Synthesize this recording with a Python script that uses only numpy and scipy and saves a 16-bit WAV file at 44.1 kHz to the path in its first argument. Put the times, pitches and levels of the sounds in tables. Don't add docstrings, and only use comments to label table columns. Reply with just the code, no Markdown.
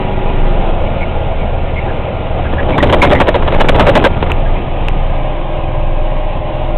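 import sys
import numpy as np
from scipy import signal
from scipy.fft import rfft, irfft, next_fast_len
from scipy.io import wavfile
from scipy.ndimage import uniform_filter1d, map_coordinates

SR = 44100
rng = np.random.default_rng(int(sys.argv[2]) if len(sys.argv) > 2 else 0)


def output_pcm(signal):
    pcm = np.clip(np.atleast_2d(signal).T, -1, 1) * 32767
    wavfile.write(sys.argv[1], SR, np.round(pcm).astype(np.int16))


N = 298622

# time in seconds, level in dB.
BOOM_LEVEL = [(0.0, -20), (0.11, -18), (0.47, -8.5), (0.68, -10.5), (0.94, -20.5), (1.26, -14.5),
              (1.9, -18.5), (2.11, -25.5), (2.37, -15), (2.85, -22), (3.41, -14), (3.64, -24), (3.75, -11),
              (4.22, -16), (4.54, -9), (4.66, -23), (4.71, -15.5), (5.02, -11), (5.6, -18.5), (5.81, -10.5),
              (6.19, -12), (6.47, -21), (6.66, -12.5), (6.77, -12)]
# frequency in Hz, relative density in dB.
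SWAY_SPECTRUM = [(4, -31.5), (9, -8.5), (14, -3.5), (18, -3), (20.5, -5.5), (24, -37.5), (30, -140)]
# time in seconds, cycles per second in Hz.
ENGINE_SPEED = [(0, 24.1), (.45, 24), (.94, 20.5), (1.3, 19.2), (4.35, 19.4), (4.8, 20.75), (5.5, 20.9),
                (6.77, 20.85)]
MULTIPLES = [3, 4, 5, 6, 7, 8, 9, 12, 15, 16, 23, 25, 26, 32, 34, 35, 37, 40, 49, 52]
PULLING_DB = [-36, -31, -28, -32, -33.5, -33, -33, -35.5, -30.5, -29.5, -34.5, -47.5, -37.5, -46, -31, -40,
              -48, -36, -56, -47.5]
COASTING_DB = [-31.5, -30, -37.5, -28.5, -36.5, -36, -39, -47, -46.5, -46.5, -44, -48, -42, -42, -37.5,
               -49.5, -40, -50.5, -54, -56.5]
TURNED_DB = [-33.5, -32, -37.5, -30, -38.5, -43.5, -38.5, -44.5, -43.5, -34, -52, -41.5, -35, -42.5, -41,
             -39.5, -36, -39, -42, -42]
# start and end in seconds, frequency in Hz, start and end level in dB.
WHINES = [(-.2, 2.4, 549, -36, -34.5), (-.2, 2, 645, -38, -31.5), (-.2, 4.4, 1400, -43, -41),
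          (4.1, 5.15, 1225, -43, -41.5), (4.9, 6.4, 1626, -47, -48.5), (5.1, 7, 608, -28, -26.5),
          (6.55, 7, 1400, -43, -44.5)]
# start in seconds, level in dB before a common 2 dB cut, length of the ring in seconds,
# ring relative to chatter in dB.
BANGS = [(2.684, -31.5, 0.013, 20.5), (2.78, -4.5, 0.014, -17.5), (2.826, -1.5, 0.021, -1.5),
         (2.926, -3.5, .02, 6), (3.023, 5.5, 0.031, -6), (3.111, -7.5, .025, 7.5),
         (3.15, -13.5, 0.011, -15), (3.202, 2.5, 0.022, -3.5), (3.271, -9.5, .008, 5),
         (3.282, 0.5, 0.0078, 9.5), (3.343, -5, 0.023, 1.5), (3.421, -15, 0.011, 7), (3.448, -27, .008, 9),
         (3.478, -8.5, 0.0053, 7.5), (3.521, -12.5, 0.013, 4), (3.537, -13, 0.026, 0),
         (3.601, 0.5, .027, -8), (3.686, 3.5, 0.01, 5), (3.746, -13.5, .03, -4.5), (3.795, 2, .032, -9.5),
         (3.866, -1.5, .036, 3.5), (3.953, 2.5, .027, -1), (4.024, -13.5, 0.01, -3.5), (4.041, 2, .031, 0),
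         (4.226, -12, 0.011, -5), (4.263, -20.5, 0.0094, 9.5), (4.297, -13.5, 0.027, -14.5)]
# frequency in Hz, relative density in dB.
CHATTER_SPECTRUM = [(60, -42.5), (150, -5.5), (340, 0.5), (550, -3), (690, -6.5), (950, -5.5),
                    (1340, -13.5), (2150, -17), (3000, -18.5), (4200, -26.5), (6000, -120)]
# frequency in Hz, width in Hz, relative level in dB before each blow's scatter.
PANEL_MODES = [(950, 100, 10.5), (1270, 69, -13.5), (1590, 61, -6), (1970, 43, -8.5), (2150, 120, -10.5),
               (2800, 120, -19), (3330, 220, -18.5)]
# time in seconds, level in dB before each source's own offset.
SHAKE_LEVEL = [(2.3, -29.5), (2.66, -18.5), (2.93, -11.5), (3.14, -10), (3.26, -20.5), (3.4, -17.5),
               (3.71, -13), (3.9, -11), (4.24, -23.5), (4.6, -28)]
# start in seconds, level in dB, frequency in Hz, length in seconds.
SQUEAKS = [(0.861, -26.5, 2250, 0.013), (1.006, -25.5, 2210, 0.032), (1.407, -34, 2300, 0.018),
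           (1.53, -31, 2310, 0.015), (1.756, -25, 2170, 0.038), (1.874, -32, 1630, 0.035),
           (2.445, -28.5, 1570, 0.027), (2.578, -21, 1740, 0.027), (2.718, -27, 2300, 0.036),
           (2.799, -14.5, 1885, 0.0065), (3.014, -6, 2215, 0.011), (3.045, -18, 2095, 0.019),
           (3.145, -18, 1973, 0.034), (2.365, -21.5, 722, 0.039), (4.456, -29.5, 1630, 0.019),
           (4.551, -31, 2100, 0.021)]
# start in seconds, level in dB.
TAPS = [(4.3183, 5.5), (4.885, 1), (6.118, -22)]
# frequency in Hz, relative density in dB.
RUMBLE_SPECTRUM = [(30, -42.5), (40, -9), (52, -5.5), (65, -3), (86, -3), (100, -6.5), (125, -4.5),
                   (160, -9.5), (210, -18.5), (290, -45.5), (500, -120)]
ROAR_AHEAD_SPECTRUM = [(100, -25), (170, -1), (322, -4.5), (366, -1.5), (405, -4.5), (555, 1), (594, -2.5),
                       (636, 0.5), (748, -4.5), (821, -1), (1030, -17.5), (1300, -17), (1690, -49.5),
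                       (2860, -120)]
ROAR_TURNED_SPECTRUM = [(100, -26), (170, -12.5), (265, -6.5), (330, -6), (378, -7), (476, -9), (609, 0.5),
                        (675, -8), (754, -3), (894, -8), (1070, -12.5), (1300, -25), (1690, -64),
                        (2860, -120)]
HISS_SPECTRUM = [(590, -24.5), (1000, 2), (1150, -8), (1260, -3), (1330, -13), (1440, -7), (1470, -8.5),
                 (1790, -9.5), (2190, -6), (2600, -6), (2850, -7), (3620, -14.5), (4120, -18), (5360, -47),
                 (9060, -120)]

BOOM_HZ = 26.32
CAB_HZ, CAB_WIDTH_HZ, CAB_DB = 75.2, 5.4, 3.5
RING_HZ, RING_SCATTER = 562, 0.035
TURN_FROM_S, TURN_TO_S = 4.4, 5.47
# (facing ahead, turned), in dB; the load raises roar and hiss further.
SWAY_DB, RUMBLE_DB, ROAR_DB, HISS_DB = (-21.5, -26.5), (-25, -27), (-21.5, -24.5), (-31, -32.5)
SHAKEN_SWAY_DB, SHAKEN_RUMBLE_DB, SHAKEN_ROAR_DB, CLATTER_DB = 1, -3, -4, -4.5
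LOAD_DB = 2
TONE_EASE_S, NOISE_EASE_S = (0.48, 1.152), (0.48, 1.344)
CLIP_LEVEL, SECOND_CLIP_LEVEL = 0.692, 0.701
BAND_HZ, TOP_HZ = 3942, 15850


def amp(db):
    return 10 ** (np.asarray(db) / 20)


def unit(x):
    return x / np.sqrt(np.mean(x ** 2) + 1e-20)


def curves(rows):
    s, *columns = np.transpose(rows)
    return [np.interp(np.arange(N) / SR, s, column) for column in columns]


def ramp(from_s, to_s):
    return np.clip((np.arange(N) / SR - from_s) / (to_s - from_s), 0, 1)


def wobble(rate):
    knots = rng.standard_normal(int(N * rate / SR) + 4)
    coarse = np.arange(0, N + 32, 32)
    return np.interp(np.arange(N), coarse, map_coordinates(knots, [coarse * rate / SR]))


def filtered(x, response):
    m = next_fast_len(len(x) + 8192)
    spectrum = rfft(x, m) * response(np.fft.rfftfreq(m, 1 / SR))
    return irfft(spectrum, m)[:len(x)]


def colour(points):
    f, db = np.transpose(points)
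    return lambda hz: amp(np.interp(np.log(hz + 1), np.log(f + 1), db))


def resonance(centre_hz, width_hz):
    return lambda f: 1j * f * width_hz / (centre_hz ** 2 - f * f + 1j * f * width_hz)


def rush(spectrum, patchy_db):
    z = signal.stft(rng.standard_normal(N), nperseg=1024)[2]
    field = uniform_filter1d(rng.standard_normal(z.shape), size=5, axis=0)
    field = uniform_filter1d(field, size=6, axis=1)
    noise = signal.istft(z * amp(patchy_db * unit(field)), nperseg=1024)[1][:N]
    return unit(filtered(noise, colour(spectrum)))


def tone(hz, drift_hz, drift_rate, waver_db):
    phase = 2 * np.pi * (np.cumsum(hz + drift_hz * wobble(drift_rate)) / SR + rng.random())
    return np.sqrt(2) * amp(waver_db * wobble(7)) * np.sin(phase)


def burst(length, attack, release):
    t = np.arange(SR // 8) / SR
    return (1 - np.exp(-t / attack)) * np.exp(-np.maximum(t - length, 0) / release)


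def add(track, s, sound):
    part = track[round(s * SR):][:len(sound)]
    part += sound[:len(part)]


def aimed(ahead_db, turned_db):
    turn = ramp(TURN_FROM_S, TURN_TO_S)
    return np.sqrt((1 - turn) * amp(2 * ahead_db) + turn * amp(2 * turned_db))


def shaking():
    t = np.arange(N) / SR
    rough = (t > SHAKE_LEVEL[0][0]) & (t < SHAKE_LEVEL[-1][0])
    return rough * amp(curves(SHAKE_LEVEL)[0])


def boom():
    sway = unit(filtered(rng.standard_normal(N), colour(SWAY_SPECTRUM)))
    sway_gain = np.hypot(aimed(*SWAY_DB), amp(SHAKEN_SWAY_DB) * shaking())
    throb_gain = amp(curves(BOOM_LEVEL)[0] + 1.3 * wobble(5))
    throb = throb_gain * tone(BOOM_HZ, drift_hz=0.794, drift_rate=7, waver_db=1.24)
    return throb + sway_gain * sway


def engine_tones():
    speed = curves(ENGINE_SPEED)[0]
    cycle = 2 * np.pi * np.cumsum(speed + 0.0502 * wobble(5)) / SR
    eased, turn = ramp(*TONE_EASE_S), ramp(TURN_FROM_S, TURN_TO_S)
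    out = np.zeros(N)
    for k, pulling_db, coasting_db, turned_db in zip(MULTIPLES, PULLING_DB, COASTING_DB, TURNED_DB):
        lift = 1 + amp(CAB_DB) * abs(resonance(CAB_HZ, CAB_WIDTH_HZ)(k * speed))
        level_db = (1 - eased) * pulling_db + (eased - turn) * coasting_db + turn * turned_db
        level_db = level_db + 1.8 * wobble(6)
        out += np.sqrt(2) * lift * amp(level_db) * np.sin(k * cycle + 2 * np.pi * rng.random())
    return out


def bangs():
    out = np.zeros(N)
    for s, db, length, ring_db in BANGS:
        rattle_noise, ring_noise, contact_noise, mode_noise = rng.standard_normal((4, SR // 8))
        contacts = amp(6.5 * unit(uniform_filter1d(contact_noise, size=150)))
        strengths = amp(5.5 * rng.standard_normal(len(PANEL_MODES)))

        def modes(f):
            return sum(strength * amp(level) * resonance(hz, width)(f)
                       for strength, (hz, width, level) in zip(strengths, PANEL_MODES))

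        chatter = unit(contacts * filtered(rattle_noise, colour(CHATTER_SPECTRUM)))
        chatter = chatter + amp(-4) * unit(filtered(mode_noise, modes))
        chatter = chatter * burst(0.52 * length, attack=0.00013, release=0.0065)
        crack = unit(filtered(contact_noise, resonance(2000, 1200)))
        crack = crack * burst(0.0015, attack=0.00036, release=0.0015)
        ring_hz = RING_HZ * (1 + RING_SCATTER * rng.standard_normal())
        ring = unit(filtered(ring_noise, resonance(ring_hz, 70)))
        ring = ring * burst(length, attack=0.0039, release=0.0033)
        add(out, s, amp(db - 2.0) * (chatter + amp(-8) * crack + amp(ring_db) * ring))
    return out


def clatter():
    lumps = amp(3.2 * wobble(70) + 4.4 * wobble(400))
    return amp(CLATTER_DB) * shaking() * unit(lumps * rush(CHATTER_SPECTRUM, patchy_db=2.0))


def squeaks():
    out = np.zeros(N)
    for s, db, hz, length in SQUEAKS:
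        slips = filtered(rng.standard_normal(SR // 8), resonance(hz, 240))
        rub = unit(filtered(slips, resonance(hz, 260)))
        rub = rub + 0.06 * filtered(rub ** 2, resonance(2 * hz, 900))
        add(out, s, amp(db) * rub * burst(length, attack=0.004, release=0.006))
    return out


def taps():
    out, t = np.zeros(N), np.arange(SR // 50) / SR
    push_s = 0.00022
    push = np.sin(np.pi * np.minimum(t / push_s, 1))
    ring = np.sin(2 * np.pi * 2700 * (t - push_s)) * np.exp(-t / 0.0008) * (t > push_s)
    body = 1.1 * push - 0.7 * ring
    for s, db in TAPS:
        add(out, s, amp(db) * body)
    return out


def whines():
    out, t = np.zeros(N), np.arange(N) / SR
    for start, end, hz, start_db, end_db in WHINES:
        fade = np.clip(np.minimum(t - start, end - t) / 0.21, 0, 1)
        level = amp(np.interp(t, [start, end], [start_db, end_db]))
        out += level * fade * tone(hz, drift_hz=1.3, drift_rate=6, waver_db=1.0)
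    return out


def drone():
    turn = ramp(TURN_FROM_S, TURN_TO_S)
    load = amp(LOAD_DB * (1 - ramp(*NOISE_EASE_S)))
    flutter = wobble(12)
    rumble_gain = np.hypot(aimed(*RUMBLE_DB), amp(SHAKEN_RUMBLE_DB) * shaking())
    rumble = rumble_gain * amp(0.52 * wobble(8.7)) * rush(RUMBLE_SPECTRUM, patchy_db=-1.1)
    roar = np.sqrt(1 - turn) * rush(ROAR_AHEAD_SPECTRUM, patchy_db=1.7)
    roar = roar + np.sqrt(turn) * rush(ROAR_TURNED_SPECTRUM, patchy_db=0.04)
    roar_gain = np.hypot(load * aimed(*ROAR_DB), amp(SHAKEN_ROAR_DB) * shaking())
    roar = roar_gain * amp(0.52 * flutter) * roar
    hiss = load * aimed(*HISS_DB) * amp(0.47 * flutter) * rush(HISS_SPECTRUM, patchy_db=1.48)
    return rumble + roar + hiss


def scene():
    sources = boom() + engine_tones() + bangs() + clatter() + squeaks() + taps() + whines() + drone()
    return sources[None]


def record(dry):
    x = np.clip(dry[0], -CLIP_LEVEL, CLIP_LEVEL)
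    x = filtered(x, lambda hz: 1 / (1 + (hz / BAND_HZ) ** 26))
    x = np.clip(x, -SECOND_CLIP_LEVEL, SECOND_CLIP_LEVEL)
    x = filtered(x, colour([(8000, 0), (9500, -1), (16000, 1.5)]))
    return filtered(x, lambda hz: hz < TOP_HZ)[None]


dry = scene()
out = record(dry)
output_pcm(out)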